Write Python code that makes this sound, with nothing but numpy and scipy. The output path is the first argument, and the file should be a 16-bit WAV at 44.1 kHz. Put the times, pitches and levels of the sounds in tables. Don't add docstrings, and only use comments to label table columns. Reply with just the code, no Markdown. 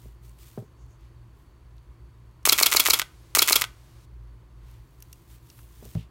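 import sys
import numpy as np
from scipy import signal
from scipy.fft import rfft, irfft
from scipy.io import wavfile

SR = 44100
rng = np.random.default_rng(int(sys.argv[2]) if len(sys.argv) > 2 else 0)


def wrap_up_sound(samples):
    columns = np.atleast_2d(samples).T
    tamed = np.clip(columns, -1, 1)
    steps = np.round(tamed * 32767).astype(np.int16)
    wavfile.write(sys.argv[1], SR, steps)


N = 269010
TIME = np.arange(N) / SR


def from_db(db):
    return 10 ** (np.asarray(db) / 20)


def unit_level(x):
    return x / np.sqrt(np.mean(np.abs(x) ** 2) + 1e-20)


def at_hz(points, hz):
    known_hz, values = np.transpose(points)
    return np.interp(np.log(np.maximum(hz, 1)), np.log(known_hz), values)


def add(track, start_s, sound):
    start = round(start_s * SR)
    track[start:start + len(sound)] += sound[:N - start]


def resonate(force, tone, modes=(), size=16384):
    hz = np.fft.rfftfreq(size, 1 / SR)
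    peaks = sum((from_db(db) ** 2 - 1) / (1 + (2 * (hz - pitch) / width) ** 2)
                for pitch, width, db in modes)
    gain = unit_level(from_db(at_hz(tone, hz)) * np.sqrt(np.abs(1 + peaks)))
    cepstrum = irfft(np.log(gain))[:size // 2]
    cepstrum[1:] *= 2
    response = irfft(np.exp(rfft(cepstrum, size)))
    return signal.fftconvolve(force, response)[:N]


def hiss_band(hz, width):
    return unit_level(signal.lfilter(*signal.iirpeak(hz, hz / width, fs=SR), rng.standard_normal(N)))


def swell(peak_s, rise_s, fall_s):
    return np.exp(-((TIME - peak_s) / np.where(TIME < peak_s, rise_s, fall_s)) ** 2)


def grains(spread_db):
    return unit_level(rng.standard_normal(N) * from_db(spread_db * np.minimum(rng.exponential(1, N), 5)))


def rattle(fade_s, habit=0, rise_s=.0003):
    t = np.arange(int(1.5 * fade_s * SR)) / SR
    fade = from_db(-60 * t / fade_s) * (1 - np.exp(-t / rise_s))
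    flurry = (habit + rng.standard_normal(SR))[:len(t)]
    for _ in range(6):
        even = irfft(np.exp(1j * np.angle(rfft(flurry * fade))), len(t))
        flurry = unit_level(even * fade / (fade ** 2 + 1e-3))
    return flurry * fade


# (frequency [Hz], time to fade by 60 dB [s])
ROOM_FADE = [(200, .36), (1500, .32), (4000, .24), (9000, .23), (16000, .18)]
def room_tail(sound, build_s=0.0071):
    t, tail = TIME[:SR // 2], 0
    edges = np.geomspace(120, 17000, 13)
    for low, high in zip(edges, edges[1:]):
        band = signal.butter(2, [low, high], "band", fs=SR, output="sos")
        fade = from_db(-60 * t / at_hz(ROOM_FADE, np.sqrt(low * high)))
        tail = tail + signal.sosfilt(band, rng.standard_normal(len(t))) * fade
    tail = tail * (1 - np.exp(-t / build_s))
    return signal.fftconvolve(sound, tail / np.linalg.norm(tail))[:N]


# (frequency [Hz], relative level [dB])
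AIR_TONE = [(15, -44), (25, -15.5), (39, -10), (59, -4.5), (74, -8), (87, -18.5), (120, -10.5), (206, -26),
            (344, -28), (775, -37), (1020, -34.5), (1160, -36), (4370, -48), (5000, -51), (16000, -56)]
# (pitch [Hz], width [Hz], boost [dB])
AIR_MODES = [(343, 43, 7.3), (1024, 230, 4.9)]
def room_air():
    return from_db(-53) * resonate(rng.standard_normal(N), AIR_TONE, AIR_MODES)


# (pitch [Hz], width [Hz], level [dB])
WHINE_TONES = [(4500, 50, -83.5), (6480, 50, -92), (9060, 25, -94)]
def whine():
    return sum(from_db(level_db) * hiss_band(hz, width) for hz, width, level_db in WHINE_TONES)


# (time [s], level [dB])
HUM_LEVEL = [(0.0, -46), (0.76, -55.5), (0.84, -44), (1.18, -54), (1.23, -46), (1.48, -61), (1.69, -46.5),
             (2.81, -53), (3.86, -50), (3.88, -56), (4.21, -44), (4.49, -54), (4.78, -45), (4.9, -56),
             (5.88, -50), (5.9, -53)]
# (pitch [Hz], relative level [dB], share that wavers [0-1])
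HUM_TONES = [(56.2, -1.5, 0.4), (117, -6, 0.3)]
def appliance_hum(waver_hz=8.0):
    hum, slow = 0, signal.butter(4, waver_hz, fs=SR, output="sos")
    for hz, level_db, waver in HUM_TONES:
        noise = rng.standard_normal(N + SR) + 1j * rng.standard_normal(N + SR)
        sway = signal.sosfilt(slow, noise)[SR:]
        sway = unit_level(sway / np.sqrt(np.abs(sway)))
        tone = np.real((1 - waver + waver * sway) * np.exp(2j * np.pi * hz * TIME))
        hum = hum + from_db(level_db) * unit_level(tone)
    return from_db(np.interp(TIME, *np.transpose(HUM_LEVEL))) * hum


# (frequency [Hz], relative level [dB])
HISS_TONE = [(500, 4), (2000, 0.5), (5000, -0.5), (9000, -4), (15500, -8.5)]
def soft_hiss(on_s=2.9, off_s=4.06, rise_s=.08, fall_s=.01):
    held = np.clip((TIME - on_s) / rise_s, 0, 1) * np.clip((off_s - TIME) / fall_s, 0, 1)
    return from_db(-63.5) * held * resonate(rng.standard_normal(N), HISS_TONE)


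# (time of peak [s], rise [s], fall [s], level [dB])
GLOVE_STROKES = [(.02, .1, 0.1, -62), (.25, .03, 0.11, -62.5), (.43, .045, .09, -55), (.55, .06, .08, -61),
                 (1.40, 0.063, 0.084, -73.5), (4.72, 0.078, 0.075, -67.5), (5.2, 0.37, .2, -66.5),
                 (5.33, 0.042, .04, -56.5), (5.56, 0.17, 0.14, -62.5), (5.91, 0.22, 0.088, -56.5)]
# (frequency [Hz], relative level [dB])
GLOVE_TONE = [(710, -38), (1200, -5.5), (3360, -2), (4910, -4), (9310, -3), (10300, -5.5), (14700, -1),
              (16000, -5.5)]
def gloves(catch_db=1.6, catch_hz=80):
    slow = signal.butter(2, catch_hz, fs=SR, output="sos")
    catching = unit_level(signal.sosfilt(slow, rng.standard_normal(N)))
    power = sum((from_db(db) * swell(s, rise, fall)) ** 2 for s, rise, fall, db in GLOVE_STROKES)
    return np.sqrt(power) * from_db(catch_db * catching) * resonate(grains(spread_db=3.5), GLOVE_TONE)


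# (time of peak [s], length [s], level [dB], pitch [Hz], width [Hz])
SLIDES = [(0.653, .08, -75.5, 6500, 1000), (0.818, .09, -72.5, 6500, 1000),
          (0.92, 0.078, -71.5, 6500, 1000), (1.043, 0.099, -70, 2500, 2500),
          (4.71, 0.22, -67.5, 2110, 2480), (5.581, 0.19, -63, 11900, 3446), (6.001, 0.092, -58, 2800, 1200)]
def slides():
    return sum(from_db(level_db) * swell(s, length / 2, length / 2) * hiss_band(hz, width)
               for s, length, level_db, hz, width in SLIDES)


# (time [s], level [dB], pitch [Hz], width [Hz])
STRAP_TICKS = [(0.293, -46, 8400, 1500), (1.781, -48.5, 3920, 600), (2.429, -57.5, 6435, 6000),
               (4.712, -54, 12000, 6000), (5.003, -50, 12000, 9000), (5.0236, -39, 11000, 13000),
               (5.1280, -39.5, 8260, 11800), (5.5, -39, 4600, 2800), (5.589, -37.5, 1480, 600),
               (5.852, -43, 10700, 9000)]
# (frequency [Hz], relative level [dB])
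METAL_TONE = [(400, 1), (1500, -2), (15000, -4)]
# (pitch [Hz], width [Hz], boost [dB])
METAL_MODES = [(2750, 100, 12), (5650, 220, 11), (6380, 120, 9.5), (9100, 110, 8), (10000, 120, 7),
               (12500, 300, 10), (13300, 200, 9)]
def strap_rings(fade_s=0.017, faint_per_s=5, faint_db=-46):
    force = np.zeros(N)
    for s, level_db, hz, width in STRAP_TICKS:
        band = signal.iirpeak(hz, hz / width, fs=SR)
        add(force, s, from_db(level_db) * signal.lfilter(*band, rattle(fade_s)))
    faint = (rng.random(N) < faint_per_s / SR) * rng.uniform(-1, 1, N)
    return resonate(force + from_db(faint_db) * faint, METAL_TONE, METAL_MODES)


# (time [s], level [dB], dulled above [Hz], rocking time [s])
BUMPS = [(0.055, -45.5, 600, 0.09), (0.575, -25, 725, 0.054), (0.590, -39, 600, 0.1),
         (0.621, -37, 400, 0.08), (5.824, -40.5, 700, 0.083), (5.852, -43, 700, 0.11),
         (5.951, -33, 3500, 0.02), (5.952, -39, 900, 0.15)]
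# (frequency [Hz], relative level [dB])
TABLE_TONE = [(50, -35), (110, 1.5), (200, 4.5), (290, -7), (460, -3), (1000, -12.5), (1700, -13),
              (2500, -19), (15000, -9)]
# (pitch [Hz], width [Hz], boost [dB])
TABLE_MODES = [(117.5, 13, 13.5), (234, 14, 7.5), (412, 49, 8), (618, 29, 5.5), (770, 16, 6.5)]
# (pitch [Hz], relative level [dB], fade time [s])
TABLE_SWINGS = [(114, 0, .16), (160, 0, .12), (60, -15, .3)]
def table_bumps(set_down_s=5.953, weight_db=-17, give_s=0.0035):
    force, swing, t = np.zeros(N), np.zeros(N), TIME[:SR]
    for s, level_db, dull_hz, fade_s in BUMPS:
        padding = signal.butter(2, dull_hz, fs=SR)
        add(force, s, from_db(level_db) * signal.lfilter(*padding, rattle(fade_s)))
    load = from_db(weight_db) * (1 - np.exp(-t / give_s))
    for hz, level_db, fade_s in TABLE_SWINGS:
        add(swing, set_down_s, -load * from_db(level_db - 60 * t / fade_s) * np.sin(2 * np.pi * hz * t))
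    return resonate(force, TABLE_TONE, TABLE_MODES) + swing


# (time from mirror up [s], level [dB], fall
# [dB/s])
GEAR_JOBS = [(-.005, -26, 649.5), (.028, -26, 480), (.058, -27, 255.5)]
def gears(frames, on_s=-.021, off_s=.116, rise_db_per_s=649.5, tooth_hz=520):
    t = np.arange(on_s, off_s, 1 / SR)
    jobs_db = [db - np.maximum(rise_db_per_s * (s - t), fall * (t - s)) for s, db, fall in GEAR_JOBS]
    load = from_db(np.max(jobs_db, axis=0))
    drive = np.zeros(N)
    for s in frames:
        add(drive, s + on_s, load)
    teeth = 1 + 0.32 * np.cos(2 * np.pi * tooth_hz * TIME)
    return drive * unit_level(grains(spread_db=1.0) * teeth)


def strike_parts(forces, clicks, moments, scatter_db=.5):
    for offset, level_db, fade_s, part in clicks:
        habit = 2 * rng.standard_normal(SR)
        for s in moments:
            click = rattle(fade_s, habit) * from_db(level_db + scatter_db * rng.standard_normal())
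            add(forces[part], s + offset, click)


# (time the mirror first hits its upper stop [s], frames [count])
BURSTS = [(2.4747, 4), (3.3716, 2)]
# (time from mirror up [s], level [dB], rattle time [s], part)
FRAME_CLICKS = [(-.0214, -16, .022, "lever"), (-.0210, -16.5, .012, "blade"), (-.0117, -15, .015, "blade"),
                (-.0011, -13.5, 0.01, "mirror up"), (.0018, -26, .014, "blade"),
                (0.011, -20, .009, "blade"), (0.0147, -13, 0.02, "blade"), (0.0181, -9.5, .008, "blade"),
                (0.0197, -12, 0.0088, "shutter"), (.0210, -2.5, .006, "shutter"),
                (.0470, -18, 0.024, "mirror down"), (.0490, -14.5, .018, "mirror down"),
                (0.0504, -8.5, 0.014, "mirror down"), (0.0549, -10.5, 0.015, "mirror catch"),
                (0.0898, -31, .020, "blade"), (0.1034, -21, 0.022, "blade"), (0.11, -15, 0.015, "lever")]
START_CLICKS = [(-.0216, -15.5, 0.033, "blade"), (-.0050, -26.5, .050, "blade")]
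BRAKE_CLICKS = [(.1130, -35, 0.068, "brake"), (.1310, -20.5, 0.016, "brake"),
                (.1390, -32.5, 0.016, "brake")]
PART_TONES = { "lever": [(180, -29), (400, -15.5), (800, -15), (1000, -3.5), (2000, -4.5), (3200, -3.5),
              (4800, -6.5), (7000, -8), (9000, -11.5), (15500, -10.5)], "blade": [(180, -28), (450, -13.5),
              (850, -9.5), (1200, -4), (1700, -13.5), (2300, -1), (3200, -6.5), (7000, -0.5), (9500, -3),
              (12500, -2.5), (15500, -5)], "mirror up": [(140, -24), (260, -7.5), (390, 1), (550, -3),
              (1150, 1.5), (1800, -11), (2800, -16), (5000, -20.5), (12000, -16.5), (15500, -12.5)],
              "shutter": [(200, -28), (400, -19), (800, -22), (1200, -10.5), (1750, -27.5), (2200, -6),
              (3600, -19.5), (3950, 2), (5200, -4.5), (7000, -10.5), (10000, -17), (15500, -12)],
              "mirror down": [(170, -22), (340, -2), (560, -12.5), (1000, -7.5), (1400, 0.5), (1680, -13.5),
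              (2100, -4), (3000, -2), (5200, -4.5), (7000, -3.5), (10300, -6.5), (11600, 0), (12800, -2.5),
              (15500, -2)], "mirror catch": [(170, -21.5), (380, -7.5), (560, -13.5), (1400, -4.5),
              (1680, -14), (2100, -6), (4200, 0.5), (8000, -7), (11600, 0), (15500, -6)],
              "brake": [(180, -26.5), (400, -13), (1000, -4.5), (1450, 0.5), (1700, -11.5), (2000, -3),
              (3400, -0.5), (5000, -8), (10500, -13.5), (15500, -23.5)], "gears": [(170, -18.5), (280, -7),
              (550, -10), (1000, -2.5), (1400, -0.5), (1680, -10), (2200, -0.5), (4100, -4.5), (6200, -6.5),
              (8800, -7), (9800, -8.5), (11200, -5), (15500, -12)]}
HOUSING_TONE = [(150, -0.5), (300, 1), (550, -1.5), (1000, 0), (3500, .5), (15000, 0)]
PART_MODES = { "lever": [(2030, 150, 8.5), (2599, 76, 2.5), (2770, 85, -2), (14300, 490, 7.5)],
              "blade": [(1190, 70, 4), (6535, 150, 2.5), (7150, 160, 2), (8200, 170, 3), (11500, 180, 3.5)],
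              "mirror up": [(1190, 120, 0), (2280, 96, 11.5), (14340, 500, 8.5)],
              "shutter": [(4050, 180, 4), (4780, 130, 4), (5390, 110, 5), (6255, 150, 6), (7700, 180, 5),
              (15640, 300, 7)], "mirror down": [(2627, 70, 4), (3170, 35, 7), (3348, 50, 9),
              (11552, 150, 5)], "mirror catch": [(3348, 46, 17.5), (4190, 50, 6), (5205, 55, 9),
              (6430, 40, 5)], "brake": [(1510, 30, 11), (1981, 70, 6), (3294, 90, 5)],
              "gears": [(1390, 35, 4.5), (4145, 60, 3), (5100, 80, 4), (7103, 150, 2.5)]}
HOUSING_MODES = [(436, 24, 4), (613, 26, 3), (1190, 28, 2), (1245, 22, 3), (2182, 45, 4), (4345, 60, 3)]
def camera(frame_s=.137):
    bursts = [start + frame_s * np.arange(count) for start, count in BURSTS]
    frames = np.concatenate(bursts)
    forces = {part: np.zeros(N) for part in PART_TONES}
    forces["gears"] = gears(frames)
    strike_parts(forces, FRAME_CLICKS, frames)
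    strike_parts(forces, START_CLICKS, [burst[0] for burst in bursts])
    strike_parts(forces, BRAKE_CLICKS, [burst[-1] for burst in bursts])
    parts = sum(resonate(force, PART_TONES[part], PART_MODES[part]) for part, force in forces.items())
    return resonate(parts, HOUSING_TONE, HOUSING_MODES)


# (delay [s], level [dB])
ECHOES = [(.0031, -20.5), (0.013, -23.5)]
def scene():
    near = camera() + table_bumps() + strap_rings()
    mix = near + from_db(-22.5) * room_tail(near) + gloves() + slides()
    mix += room_air() + whine() + appliance_hum() + soft_hiss()
    for delay, level_db in ECHOES:
        add(mix, delay, from_db(level_db) * near)
    return mix[None]


def record(dry, bass_hz=38, ceiling=1.3, top_hz=16000):
    trimmed = signal.sosfilt(signal.butter(4, bass_hz, "high", fs=SR, output="sos"), dry)
    rounded = ceiling * np.tanh(trimmed / ceiling)
    return signal.fftconvolve(rounded, signal.firwin(301, top_hz, fs=SR)[None], "same")


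dry = scene()
out = record(dry)
wrap_up_sound(out)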